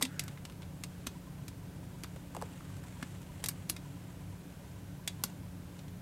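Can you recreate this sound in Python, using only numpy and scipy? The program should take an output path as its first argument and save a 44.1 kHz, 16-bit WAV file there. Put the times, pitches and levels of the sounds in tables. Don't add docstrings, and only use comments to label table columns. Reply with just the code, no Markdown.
import sys
import numpy as np
from scipy import signal
from scipy.fft import rfft, irfft
from scipy.io import wavfile
from scipy.ndimage import uniform_filter1d

SR = 44100
rng = np.random.default_rng(int(sys.argv[2]) if len(sys.argv) > 2 else 0)


def gain_from_db(level_db):
    decades = np.asarray(level_db, float) / 20
    return 10 ** decades


def to_wav(sig):
    pcm = np.clip(np.atleast_2d(sig), -1, 1) * 32767
    pcm = np.round(pcm).astype(np.int16)
    wavfile.write(sys.argv[1], SR, pcm.T)


N = 265129

# (time [s], peak level [dB], first frequency [Hz], last frequency [Hz])
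POP_EVENTS = [(.012, -33, 1420, 590), (.0195, -34.5, 1410, 400), (.057, -42.5, 1080, 900),
              (2.162, -42.5, 760, 462), (2.3497, -35, 1200, 750), (2.3545, -43, 1120, 920),
              (2.3667, -31.5, 1090, 480), (2.4155, -36, 1200, 750), (2.4233, -30.5, 1150, 480)]


def rms_one(x):
    return x / np.sqrt(np.mean(x ** 2) + 1e-30)


def coloured(spectrum, grain_db=0):
    hz, level_db = np.transpose(spectrum)
    bin_hz = np.arange(N // 2 + 1) * SR / N + 1e-3
    shape = gain_from_db(np.interp(np.log(bin_hz), np.log(hz), level_db, left=-90, right=-90))
    grain_sizes = gain_from_db(grain_db * np.minimum(rng.exponential(1, N), 7))
    grains = rng.standard_normal(N) * grain_sizes
    return rms_one(irfft(rfft(grains) * shape, N))


def resonance(x, hz, t60_s):
    radius = gain_from_db(-60 / (t60_s * SR))
    angle = 2 * np.pi * hz / SR
    return signal.lfilter([0, np.sin(angle)], [1, -2 * radius * np.cos(angle), radius ** 2], x + 1e-18)


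def add(out, start_s, sound):
    i = round(start_s * SR)
    out[i:i + len(sound)] += sound[:N - i]


def hum():
    # (frequency [Hz], relative density [dB per Hz])
    floor_spectrum = [(12, -22), (20, -25), (71, -3), (174, -5), (224, -10.5), (281, -12), (428, -17),
                      (729, -21.5), (994, -23.5), (1110, -26.5), (1600, -28), (4930, -35), (12500, -36.5),
                      (15200, -40), (15900, -42)]
    # (frequency [Hz], bandwidth [Hz], rms level [dB])
    rumble_modes = [(58.5, 3.7, -64), (80.5, 2.4, -76), (98, 7.7, -53.5), (122, 13, -59),
                    (144.6, 3.9, -53.5), (279.9, 21.3, -59.5), (564.6, 24, -71), (1544, 41, -75.5)]
    floor_db = -51
    tone_hz, tone_db = 177.3, -53
    whine_hz, whine_deviation_hz, whine_db = 12021, 3, -83

    out = gain_from_db(floor_db) * coloured(floor_spectrum)
    for hz, width_hz, db in rumble_modes:
        t60_s = np.log(1000) / (np.pi * width_hz)
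        drive = rng.standard_normal(N + SR)
        steady = resonance(drive, hz, t60_s)[SR:]
        out = out + gain_from_db(db) * rms_one(steady)

    tremble = rms_one(uniform_filter1d(rng.standard_normal(N), size=2000))
    whine = np.sin(2 * np.pi * np.cumsum(whine_hz + whine_deviation_hz * tremble) / SR)
    tone = np.sin(2 * np.pi * tone_hz * np.arange(N) / SR)
    return out + np.sqrt(2) * (gain_from_db(tone_db) * tone + gain_from_db(whine_db) * whine)


def pips():
    # (time [s], number of pips, typical peak level [dB])
    pip_runs = [(.354, 5, -60), (1.145, 5, -57), (1.82, 2, -58), (2.84, 2, -55), (3.285, 1, -54),
                (3.845, 5, -58), (4.635, 2, -60), (4.983, 1, -56), (5.189, 3, -57), (5.72, 2, -63)]
    pitch_hz, length_s, spacing_s = 988, 0.028, 0.1185
    pitch_spread, level_spread_db = 0.02, 1
    out, t = np.zeros(N), np.arange(round(length_s * SR)) / SR
    for start_s, count, db in pip_runs:
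        for k in range(count):
            pitch_offset, level_offset = rng.standard_normal(2)
            tone = np.sin(2 * np.pi * pitch_hz * (1 + pitch_spread * pitch_offset) * t)
            height = gain_from_db(db + level_spread_db * level_offset)
            add(out, start_s + k * spacing_s, height * np.hanning(len(t)) * tone)
    return out


def rub():
    # (time [s], level [dB])
    rub_course = [(0, -64.5), (.3, -64.5), (.5, -79), (1.0, -66.5), (1.6, -72.5), (2.0, -65.5), (2.3, -68),
                  (2.5, -62), (3.0, -62.5), (3.11, -60), (3.25, -66), (3.42, -60), (3.75, -67.5),
                  (4.0, -63.5), (4.3, -70), (4.7, -67), (5.05, -75), (5.3, -62.5), (5.5, -76),
                  (5.76, -66.5), (5.85, -70), (6.01, -73)]
    # (frequency [Hz], relative density [dB per Hz])
    rub_spectrum = [(500, 10.5), (1500, 5.5), (3000, 5), (5000, -6.5), (7600, 2.5), (10000, -5),
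                    (12000, -14), (16000, -18)]
    flicker_db, flicker_step = 3.5, 300
    times_s, course_db = np.transpose(rub_course)
    knots = np.arange(0, N + flicker_step, flicker_step)
    flicker = np.interp(np.arange(N), knots, rng.standard_normal(len(knots)))
    gain_db = np.interp(np.arange(N) / SR, times_s, course_db) + flicker_db * flicker
    return gain_from_db(gain_db) * coloured(rub_spectrum, grain_db=2.8)


def rasp():
    # (frequency [Hz], relative density [dB per Hz])
    rasp_spectrum = [(1000, -26), (1400, -5), (1750, -7), (2400, -21)]
    start_s, end_s, fade_s, held_db = 0.031, 0.34, 0.06, -60
    t = np.arange(N) / SR
    swell = np.clip(np.minimum(t - start_s, end_s - t) / fade_s, 0, 1)
    return gain_from_db(held_db) * swell * coloured(rasp_spectrum)


def thuds():
    # (time [s], peak level [dB], frequency [Hz], T60 [s])
    bench_thuds = [(.027, -34, 260, .17), (1.068, -36, 268, 0.042), (1.482, -44, 293, 0.065),
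                   (2.035, -39, 303, 0.045), (3.027, -37, 270, .045), (3.486, -48, 295, 0.066),
                   (3.697, -43.5, 322, 0.062), (5.237, -39.5, 228, .064)]
    push_s = 0.0019
    # 2.5 ms later, 8 dB lower, at 480 Hz, with a T60 of 0.03 s
    after_pops = [(s + 0.0025, db - 8, 480, 0.03) for s, db, *_ in POP_EVENTS]
    out, t = np.zeros(N), np.arange(6000) / SR
    for start_s, db, hz, t60_s in [*bench_thuds, *after_pops]:
        push = rng.standard_normal(len(t)) * t * np.exp(-t / push_s)
        thud = resonance(push, hz, t60_s)
        add(out, start_s, gain_from_db(db) * thud / np.abs(thud).max())
    return out


def pops():
    glide_s, rise_s, fall_s = 0.002, 0.00046, 0.0024
    out, t = np.zeros(N), np.arange(1000) / SR
    for start_s, db, first_hz, last_hz in POP_EVENTS:
        hz = last_hz + (first_hz - last_hz) * np.exp(-t / glide_s)
        swell = (1 - np.exp(-t / rise_s)) * np.exp(-t / fall_s)
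        tone = np.sin(2 * np.pi * np.cumsum(hz) / SR)
        add(out, start_s, gain_from_db(db) * swell / swell.max() * tone)
    return out


def strike(upper_db, tilt_db, knock_db, hardest_hz, rattle_t60_s):
    # (frequency [Hz], relative level [dB], T60 [s])
    lock_modes = [(1180, -2, .018), (1420, 0, .018), (1750, -2, .014), (2090, -2, .014), (2450, -3, .014),
                  (2800, -1, .016), (3450, 0, .014), (3850, 0, .014), (4400, 1, .014), (4800, 1, .014),
                  (5260, 1, .014), (5700, 0, .012), (6300, -1, .012), (6800, -2, .012), (7550, -1, .014),
                  (7950, -1, .014), (8350, -2, .012), (8750, -1, .012), (9300, -1, .012), (9950, -1, .012),
                  (10550, 0, .016), (11000, -2, .012), (11700, -1, .012), (12800, 0, .016),
                  (13400, -4, .012), (14300, -8, .012)]
    band_edges_hz = [900, 2000, 4200, 9000, 15500]
    grain_db, first_db = 3.0, 10.0
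    shoulder_db = -3.5
    hardest_db, hardest_width_hz = 12, 450
    crack_db = 3
    t, head = np.arange(3000) / SR, round(0.004 * SR)

    impacts = rng.standard_normal(len(t)) * gain_from_db(grain_db * rng.standard_normal(len(t)))
    impacts[0] = gain_from_db(first_db + grain_db)
    rattle = impacts * gain_from_db(-60 * (t / rattle_t60_s) ** 0.98)

    mode_hz = np.array([mode[0] for mode in lock_modes])
    strengths_db = 1.5 * rng.standard_normal(len(lock_modes))
    for hz in hardest_hz:
        strengths_db += hardest_db * np.exp(-((mode_hz - hz) / hardest_width_hz) ** 2)
    rings = [gain_from_db(db + extra_db) * rms_one(resonance(rattle, hz, t60_s))
             for (hz, db, t60_s), extra_db in zip(lock_modes, strengths_db)]

    sound = np.zeros(len(t))
    bands_db = knock_db, upper_db + shoulder_db - tilt_db, upper_db, upper_db + shoulder_db + tilt_db
    for low_hz, high_hz, band_db in zip(band_edges_hz, band_edges_hz[1:], bands_db):
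        inside = [ring for ring, hz in zip(rings, mode_hz) if low_hz <= hz < high_hz]
        ringing = signal.lfilter(*signal.butter(1, low_hz / 3, "high", fs=SR), sum(inside))
        ringing = ringing / np.sqrt(len(inside))
        scattered = rattle * rng.choice([-1, 1], len(t))
        band = signal.butter(3, (low_hz, high_hz), "band", fs=SR, output="sos")
        crack = rms_one(signal.sosfilt(band, scattered))
        part = ringing + gain_from_db(crack_db) * crack
        sound += gain_from_db(band_db) * part / np.sqrt(np.mean(part[:head] ** 2))
    return sound


def lock():
    # (time [s], upper band rms [dB], tilt [dB per band], low knock rms [dB],
    # then one or more modes struck hardest [Hz], 0 = none)
    contacts = [(.0118, -52, 3, -49, 0), (.015, -44.5, 0, -57, 0), (0.0197, -46, -7, -56, 0),
                (0.0247, -26, -2.5, -56, 8750), (0.0517, -41, -7.5, -63, 3450), (0.1943, -31.5, -1, -74, 0),
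                (0.2373, -51, 6, -63, 12800, 7950), (0.2802, -48.5, -3.5, -54, 0),
                (.3741, -68, -16, -55, 0), (0.4518, -46.5, -5.5, -57, 2800), (0.498, -58.5, -7, -57.5, 0),
                (0.522, -61, -2, -61, 4400), (0.6203, -58, -7, -55, 0), (0.6296, -64.5, -15, -66, 3450),
                (0.8368, -40, -3, -53, 0), (1.066, -50.5, -4, -70, 0), (1.069, -37, -2, -44.5, 6300, 1420),
                (1.4811, -47, -0.5, -58, 0), (2.0358, -43, 0, -53, 4800, 6800), (2.043, -55.5, -8, -46, 0),
                (2.163, -67, -11, -56, 0), (2.6055, -68, -6.5, -52, 0), (2.7014, -65, -1, -56, 7550),
                (2.767, -60, 1, -59, 7550), (2.8374, -59, 1, -55, 7550),
                (3.0266, -46, -7.5, -39.5, 1420, 2090), (3.2176, -61, 4, -62, 0),
                (3.4402, -34.5, 0.5, -45, 3850, 7550, 10550), (3.46, -36, 1.5, -56, 3850, 6300),
                (3.4861, -33, 6, -47, 2800, 8350), (3.693, -50, 6, -60, 0),
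                (3.6975, -31.5, 5, -48, 1180, 2800, 10550), (3.7647, -47.5, -6, -60, 2090, 4800),
                (5.0763, -32.5, -1.5, -64, 3450, 9300), (5.2373, -30, 4.5, -36.5, 1420, 12800),
                (5.7909, -58.5, -7, -68, 0), (5.881, -61.5, -5, -75, 0)]
    tick_modes_hz = 2800, 7550, 8350, 9300
    rattle_t60_s = 0.03
    tick_db, tick_t60_s, tick_lead_s = -17, 0.009, 0.0008
    out = np.zeros(N)
    for start_s, upper_db, tilt_db, knock_db, *hardest_hz in contacts:
        add(out, start_s, strike(upper_db, tilt_db, knock_db, hardest_hz, rattle_t60_s))
    for pop_s, pop_db, *_ in POP_EVENTS:
        tick = strike(pop_db + tick_db, 0, pop_db + tick_db, tick_modes_hz, tick_t60_s)
        add(out, pop_s - tick_lead_s, tick)
    return out


def room(x):
    t60_s, tail_db, build_up_s = 0.12, -15.5, 0.0068
    wall_cut_hz, treble_cut_hz = 8000, 14000
    t = np.arange(SR // 2) / SR
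    tail = rng.standard_normal(len(t)) * gain_from_db(-60 * t / t60_s) * np.minimum(t / build_up_s, 1)
    tail = signal.lfilter(*signal.butter(1, wall_cut_hz, fs=SR), tail)
    response = gain_from_db(tail_db) * tail / np.sqrt(np.sum(tail ** 2))
    response[0] = 1
    response = signal.lfilter(*signal.butter(6, treble_cut_hz, fs=SR), response)
    return signal.fftconvolve(x, response)[:N]


def scene():
    hands_and_lock = rub() + rasp() + thuds() + pops() + lock()
    return (hum() + pips() + room(hands_and_lock))[None]


def top_cut(x):
    return signal.sosfilt(signal.butter(12, 16650, fs=SR, output="sos"), x)


def record(dry):
    bass_cut = signal.butter(4, 22, "high", fs=SR, output="sos")
    mix = signal.sosfilt(bass_cut, dry)
    return top_cut(mix)


dry = scene()
out = record(dry)
to_wav(out)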